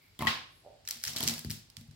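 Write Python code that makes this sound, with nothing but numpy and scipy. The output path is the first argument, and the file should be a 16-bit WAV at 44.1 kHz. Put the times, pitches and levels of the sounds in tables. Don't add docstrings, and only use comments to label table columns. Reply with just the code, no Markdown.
import sys
import numpy as np
from scipy import signal
from scipy.fft import rfft, irfft, next_fast_len
from scipy.io import wavfile
from scipy.ndimage import uniform_filter1d

SR = 44100
rng = np.random.default_rng(int(sys.argv[2]) if len(sys.argv) > 2 else 0)


def amplitude_ratio(level_db):
    exponent = np.asarray(level_db, float) / 20
    return 10 ** exponent


def transcribe(u):
    v = np.clip(np.atleast_2d(u).T, -1, 1)
    q = np.round(v * 32767).astype(np.int16)
    wavfile.write(sys.argv[1], SR, q)


N = 85995

RISE_S = 0.0046
SCATTER_DB = 6


def curve(hz, points):
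    points = np.array(points, float)
    return np.interp(np.log(np.maximum(hz, 1)), np.log(points[:, 0]), points[:, 1])


def colour(x, gain):
    n = next_fast_len(x.shape[-1] + 4096)
    spectrum = rfft(x, n) * gain(np.arange(n // 2 + 1) * SR / n)
    return irfft(spectrum, n)[..., :x.shape[-1]]


def unit(x):
    return x / np.sqrt(np.mean(x ** 2))


def ring(modes, chance, size=8192):
    hz, db, t60 = np.array(modes, float).T[:, :, None]
    t = np.arange(size) / SR
    strength, detune = chance[:2 * len(modes)].reshape(2, -1, 1)
    pitch = np.minimum(hz * (1 + 0.026 * detune), 0.45 * SR)
    decay = np.exp(-np.log(1000) * t / t60)
    return (amplitude_ratio(db + SCATTER_DB * strength) * np.sin(2 * np.pi * pitch * t) * decay).sum(0)


def add(out, s, db, sound):
    i = int(max(s, 0) * SR)
    peak = np.abs(np.atleast_2d(sound).mean(0)).max()
    out[..., i:i + sound.shape[-1]] += (amplitude_ratio(db) * sound / peak)[..., :N - i]


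def scrape(chance, rise_s, fall_s):
    t = np.arange(len(chance)) / SR
    return chance * np.abs(chance) * (1 - np.exp(-t / rise_s)) * np.exp(-t / fall_s)


def push(modes, contact_s, chance, size=8192):
    return signal.fftconvolve(np.hanning(int(contact_s * SR) + 3), ring(modes, chance, size))


def click(modes, chance, crack_db, rise_s, fall_s):
    unlike = 0.64
    body = np.array([ring(modes, chance[:20] + side * unlike * chance[20:40], size=700) for side in (1, -1)])
    body[:, 0] += amplitude_ratio(crack_db + SCATTER_DB * chance[[0, 1]])
    shared = scrape(chance[40:440], rise_s, fall_s)
    apart = scrape(chance[440:], rise_s, fall_s)
    burst = shared + unlike * apart * np.array([[1], [-1]])
    burst[:, int(0.0006 * SR)] += 1.266 * np.abs(burst).max()
    return signal.fftconvolve(burst, body, axes=1)


def wide(x):
    side = colour(x[1], lambda f: f / np.hypot(f, 480))
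    return np.array([x[0] + side, x[0] - side])


def air():
    # (frequency [Hz], level per Hz [dB])
    tone = [(55, 0.5), (110, -0.5), (200, -13), (500, -20), (1300, -25.5), (4800, -23), (6500, -33.5),
            (15000, -52.5)]
    # (frequency [Hz], level [dB])
    hum = [(50, -63), (100, -70)]
    t = np.arange(N) / SR
    hiss = unit(colour(wide(rng.standard_normal((2, N))), lambda f: amplitude_ratio(curve(f, tone))))
    return amplitude_ratio(-64) * hiss + sum(amplitude_ratio(db) * np.sin(2 * np.pi * hz * t) for hz, db in hum)


def brush(start_s, attack_s, hold_s, release_s, hz, width, db):
    t = np.arange(N) / SR - start_s
    env = np.clip(t / attack_s, 0, 1) * np.exp(-np.maximum(t - attack_s - hold_s, 0) / release_s)
    grain = amplitude_ratio(4.5 * unit(uniform_filter1d(rng.standard_normal(N), 300)))
    band = unit(colour(rng.standard_normal(N), lambda f: 1 / (1 + ((f - hz) / width) ** 2)))
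    return amplitude_ratio(db) * env * grain * band


def brushes():
    # (start [s], attack [s], hold [s], release [s])
    strokes = [
        (.632, .03, .03, .05),
        (0, .03, .04, .03),
        (.45, .08, .07, .05),
        (0, .01, .06, .05),
        (1.06, .15, .12, .03),
    ]
    # (centre [Hz], width [Hz], level [dB])
    bands = [(630, 116, -65.5), (2225, 140, -73), (10100, 1700, -82.5), (12000, 2600, -85.5),
             (684, 570, -58)]
    return sum(brush(*stroke, *band) for stroke, band in zip(strokes, bands))


def pens():
    # (time [s], peak [dB], main ring [Hz], treble share [dB], low ring share [dB])
    clicks = [(0.149, -48.5, 5400, -17, -8.5), (0.851, -42, 5680, -25, -16),
              (0.8752, -25.5, 4030, -14, -15), (0.8868, -26, 6150, -11, -19.5),
              (0.9088, -23, 5900, -16.5, -38), (0.93, -47, 3800, -19, -15),
              (1.0376, -21.5, 5370, -9.5, -11), (1.05, -22, 5430, -7.5, -30), (1.072, -23, 5370, -20, -14),
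              (1.0786, -22.5, 5440, -17.5, -18), (1.0932, -27, 3700, -14, -26),
              (1.1625, -24, 4800, -26, -27), (1.1672, -20.5, 4170, -22, -25), (1.1763, -24, 3950, -15, -29),
              (1.1844, -26, 7450, -19, -24), (1.2048, -21.5, 3980, -20, -22), (1.2285, -18, 3980, -21, -24),
              (1.2422, -28, 4130, -12, -27), (1.2763, -17, 5770, -10, -39), (1.2846, -17, 5720, -18, -38),
              (1.3079, -32, 4860, -19, -20), (1.338, -28, 3970, -3, -34), (1.3603, -37, 4660, -8, -27),
              (1.3803, -28, 5240, -8, -35), (1.3921, -31, 5340, 11, -35), (1.4466, -31.5, 4550, -15, -19),
              (1.504, -20.5, 5330, -13, -23.5), (1.7, -44.5, 5100, -13, -36),
              (1.7675, -34, 3300, -18.5, -27), (1.8106, -44, 4080, -5, -27)]
    # (time [s], peak [dB], main ring [Hz], treble share [dB], low ring share [dB])
    further_clicks = [(0.2161, -32.5, 10700, -8, -12), (0.1906, -31, 3360, 2, -29), (.858, -45, 5800, -14, -32),
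                      (0.908, -28.5, 5900, -5, -20), (1.0373, -26, 1750, -23, -34), (1.105, -41, 4500, -18, -19),
                      (1.134, -32, 4930, -12, -30), (1.217, -31, 4460, -13, -19), (1.236, -23, 5030, -3, -21),
                      (1.268, -28, 4360, -18, -20), (1.275, -21, 8020, 1, -28), (1.2876, -24, 6150, -28, -39),
                      (1.295, -23, 4070, -22, -26), (1.498, -32, 5000, 3, -1), (1.511, -25, 3630, 3, -39),
                      (1.875, -63, 12000, -4, -26), (1.911, -47, 3850, -19, -17)]
    # (time [s], peak [dB], main ring [Hz], treble
    # share [dB], low ring share [dB])
    aimed = [(0.875, -29, 5600, -14, -26), (1.0375, -28, 5470, -13, -26), (1.2057, -26, 4050, -8, -26),
             (1.2282, -25, 7870, -15, -18), (1.7676, -35.5, 4800, -17, -16)]
    # (time [s], chatter level [dB])
    grip = [(.89, -42), (1.02, -50.5), (1.06, -35.5), (1.13, -51.5), (1.2, -42), (1.3, -33.5), (1.36, -74),
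            (1.42, -96), (1.5, -57.5), (1.57, -104)]
    # (frequency [Hz], level [dB], t60 [s])
    barrel = [(1750, 2, 0.0039), (2320, 2, 0.0014), (3230, -14, 0.016), (4370, -2.5, 0.0025),
              (5470, 6, 0.0021), (7960, -5.5, 0.0017), (9480, -18.5, 0.0061), (11880, -1.5, 0.00063),
              (13700, -20, 0.00074)]
    # (frequency [Hz], level [dB])
    pen_glow = [(500, -14), (1100, -16.5), (1600, -10.5), (3000, -4.5), (5400, 2.5), (8000, -7.5),
                (14000, -21.5)]
    usual_treble_db, usual_low_db = -15, -21.5
    chatter_per_s, chatter_spread_db = 400, 2

    loose = rng.random((int(chatter_per_s * N / SR), 3))
    times = loose[:, 0] * N / SR
    levels = np.interp(times, *np.array(grip).T, left=-120)
    levels = levels - chatter_spread_db * np.log(loose[:, 1] + 0.062)
    pitches = 3800 + 2400 * loose[:, 2]
    chatter = [(s, db, hz, usual_treble_db, usual_low_db) for s, db, hz in zip(times, levels, pitches)]

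    out, glow = np.zeros((2, N)), np.zeros(N)
    for contacts, wet_db in ((clicks, 0), (further_clicks, 0), (aimed, -15), (chatter, 0)):
        for s, db, hz, treble_db, low_db in contacts:
            chance = rng.standard_normal(840)
            chance[:20] *= 0.55
            bright_db = (treble_db - usual_treble_db) / 2
            modes = [(hz, 3.0, 0.0065)]
            for f, level, t60 in barrel:
                level = level + bright_db * np.log2(max(f / 4000, 1))
                level = level + (low_db - usual_low_db) * (f < 2500)
                modes.insert(-1, (f, level, t60))
            add(out, s, db, click(modes, chance, 8.5 + bright_db, RISE_S, 0.0012))
            add(glow, s, db + wet_db, np.array([1, -np.tanh(bright_db / 8)]))
    out = colour(out, lambda f: (1j * f / (1205 + 1j * f)) ** 6)
    return out, colour(glow, lambda f: amplitude_ratio(curve(f, pen_glow)))


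def table():
    # (time [s], level [dB], contact [s])
    thumps = [(0.193, -33.5, 0.00081), (0.206, -28.5, 0.00012), (0.22, -23.5, 0.0014), (.229, -41, 0.00082),
              (0.251, -24.5, 0.0027), (.275, -25.5, 0.0056), (0.958, -49, 0.0039), (1.062, -34.5, 0.011),
              (1.084, -37.5, 0.0065), (1.106, -42.5, 0.005), (1.131, -41.5, 0.0034), (1.162, -35, 0.00067),
              (1.204, -32, 0.00073), (1.232, -27.5, 0.00035), (1.255, -29, 0.00093), (1.278, -28.5, 0.0024),
              (1.30, -34, 0.00081), (1.318, -32, 0.00073), (1.338, -44, 0.0012), (1.359, -37, 0.0042),
              (1.378, -41, 0.0042), (1.448, -30.5, 0.00099), (1.452, -28, 0.0093), (1.466, -26.5, 0.0068),
              (1.483, -33, 0.0028), (1.501, -25, 0.0044), (1.517, -41, 0.0022), (1.536, -40, 0.0026),
              (1.55, -44, .003), (1.569, -57, 0.0022), (1.773, -36, 0.0068), (1.793, -37.5, 0.006),
              (1.811, -39.5, 0.0039), (1.884, -35, 0.0068), (1.907, -45, 0.0043), (1.933, -51, 0.0025)]
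    # (frequency [Hz], level [dB], t60 [s])
    top_modes = [(77.5, -9.5, 0.13), (105.6, -3, 0.14), (134, -6.5, 0.13), (151.7, -4.5, 0.17),
                 (210, -4, 0.076), (234.8, -0.5, 0.16), (293, -4, 0.036), (352, -20.5, 0.041),
                 (594, -13, 0.05)]
    out = np.zeros(N)
    for s, db, contact_s in thumps:
        add(out, s, db, push(top_modes, contact_s, rng.standard_normal(30) * 0.77, size=12000))
    return colour(out, lambda f: (1j * f / (58 + 1j * f)) ** 2)


def set_down():
    # (time [s], hollow level [dB], snap level [dB])
    contacts = [
        (0.194, -43.5, -39),
        (.208, -34.5, -37.5),
        (.222, -25.5, -67),
        (.231, -40, -41),
        (.25, -32.5, -64),
        (.262, -32, -50),
        (.2700, -33, -17),
        (.276, -31, -33),
    ]
    # (frequency [Hz], level [dB], t60 [s])
    hollow_modes = [(758, 0, 0.13), (887, 3.5, 0.054), (1024, 0, 0.082), (1061, 3, 0.14),
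                    (1245, -11, 0.053), (1790, -6, 0.029), (2116, -12, 0.036)]
    # (frequency [Hz], level [dB], t60 [s])
    snap_modes = [(2040, 3, 0.054), (2600, -56, 0.0055), (3210, 11, 0.022), (3730, 16, 0.0027),
                  (4580, 5, 0.0083), (5900, -7, 0.0013), (7530, -29, 0.001), (10900, -15, .002)]
    # (frequency [Hz], level [dB])
    snap_glow = [(700, 2.5), (1200, 7.5), (3500, 13), (5200, 10), (7000, -3), (13000, -20.5)]
    hollow, snap, glow = np.zeros(N), np.zeros((2, N)), np.zeros(N)
    for s, db, snap_db in contacts:
        chance = rng.standard_normal(840)
        rattle = np.diff(scrape(chance[40:440], 0.00018, 0.0024))
        add(hollow, s, db, signal.fftconvolve(rattle, ring(hollow_modes, chance * 0.69)))
        add(snap, s, snap_db, click(snap_modes, chance, 0, RISE_S, 0.0013))
        add(glow, s, snap_db, np.ones(1))
    return hollow + snap, amplitude_ratio(-20) * hollow + colour(glow, lambda f: amplitude_ratio(curve(f, snap_glow)))


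def box():
    # (time [s], level [dB], pitch factor [1])
    knocks = [
        (.637, -59.5, 1.01),
        (.649, -52.5, 1.08),
        (.662, -45.5, 0.91),
        (.672, -47, 1.02),
        (.692, -55, 1.17),
        (.701, -54, 0.84),
        (0.717, -60, 1),
        (.724, -56, 0.94),
        (.748, -64, 0.99),
        (.785, -76, 1.02),
    ]
    # (frequency [Hz], level [dB], t60 [s])
    box_modes = [(525, -12.5, .06), (597, -4.5, 0.13), (656, 2.5, .16), (727, 0.5, 0.068),
                 (900, -22, 0.033)]
    out = np.zeros(N)
    for s, db, pitch in knocks:
        modes = [(f * pitch, level, t60) for f, level, t60 in box_modes]
        add(out, s, db, push(modes, 0.00091, rng.standard_normal(30) * 0.52))
    return out


def room(x):
    # (frequency [Hz], t60 [s], level [dB])
    bands = [(146, 0.46, 1.5), (467, 0.44, 5.5), (1060, 0.44, 6.5), (4070, 0.44, 1), (7600, 0.37, -4),
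             (13700, 0.3, 1.5)]
    t = np.arange(SR // 2) / SR
    noise, tail = wide(rng.standard_normal((2, len(t)))), 0
    for k, (_, t60, db) in enumerate(bands):
        share = [(row[0], j == k) for j, row in enumerate(bands)]
        band = colour(noise, lambda f: curve(f, share))
        tail = tail + amplitude_ratio(db) * band * np.exp(-np.log(1000) * t / t60) / np.sqrt(t60 * SR / 14)
    build = 1 - np.exp(-(t / 0.005) ** 2)
    return signal.fftconvolve(x[None], tail * build, axes=1)[:, :N]


def scene():
    bunch, bunch_glow = pens()
    top = table()
    thing, thing_glow = set_down()
    hands = brushes() + box()
    near = bunch + top + thing + hands
    near[0] = colour(near[0], lambda f: np.exp(-2j * np.pi * f * 0.00005))
    to_walls = 3 * (bunch_glow + thing_glow) + amplitude_ratio(-8.5) * hands + amplitude_ratio(-11) * top
    return near + room(to_walls) + air()


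def band_limit(x):
    return signal.sosfilt(signal.butter(12, 16820, fs=SR, output="sos"), x)


def record(dry):
    # (frequency [Hz], level [dB])
    mic = [(1000, 2), (5600, 2.5), (6300, 2.5), (7500, 9.5), (9500, 8), (12000, 12.5)]
    # (frequency [Hz], left minus right [dB])
    ports = [(110, 2.5), (400, -3.5), (2400, 0.5), (4400, -2), (8100, 1.5), (15000, 3.5)]

    def port(f, side):
        low_cut = (1j * f / (50 + 1j * f)) ** 4
        return amplitude_ratio(curve(f, mic) + side * curve(f, ports) / 2) * (f < 15900) * low_cut

    left = colour(dry[0], lambda f: port(f, 1))
    right = colour(dry[1], lambda f: port(f, -1))
    return band_limit(np.array([left, right]))


dry = scene()
out = record(dry)
transcribe(out)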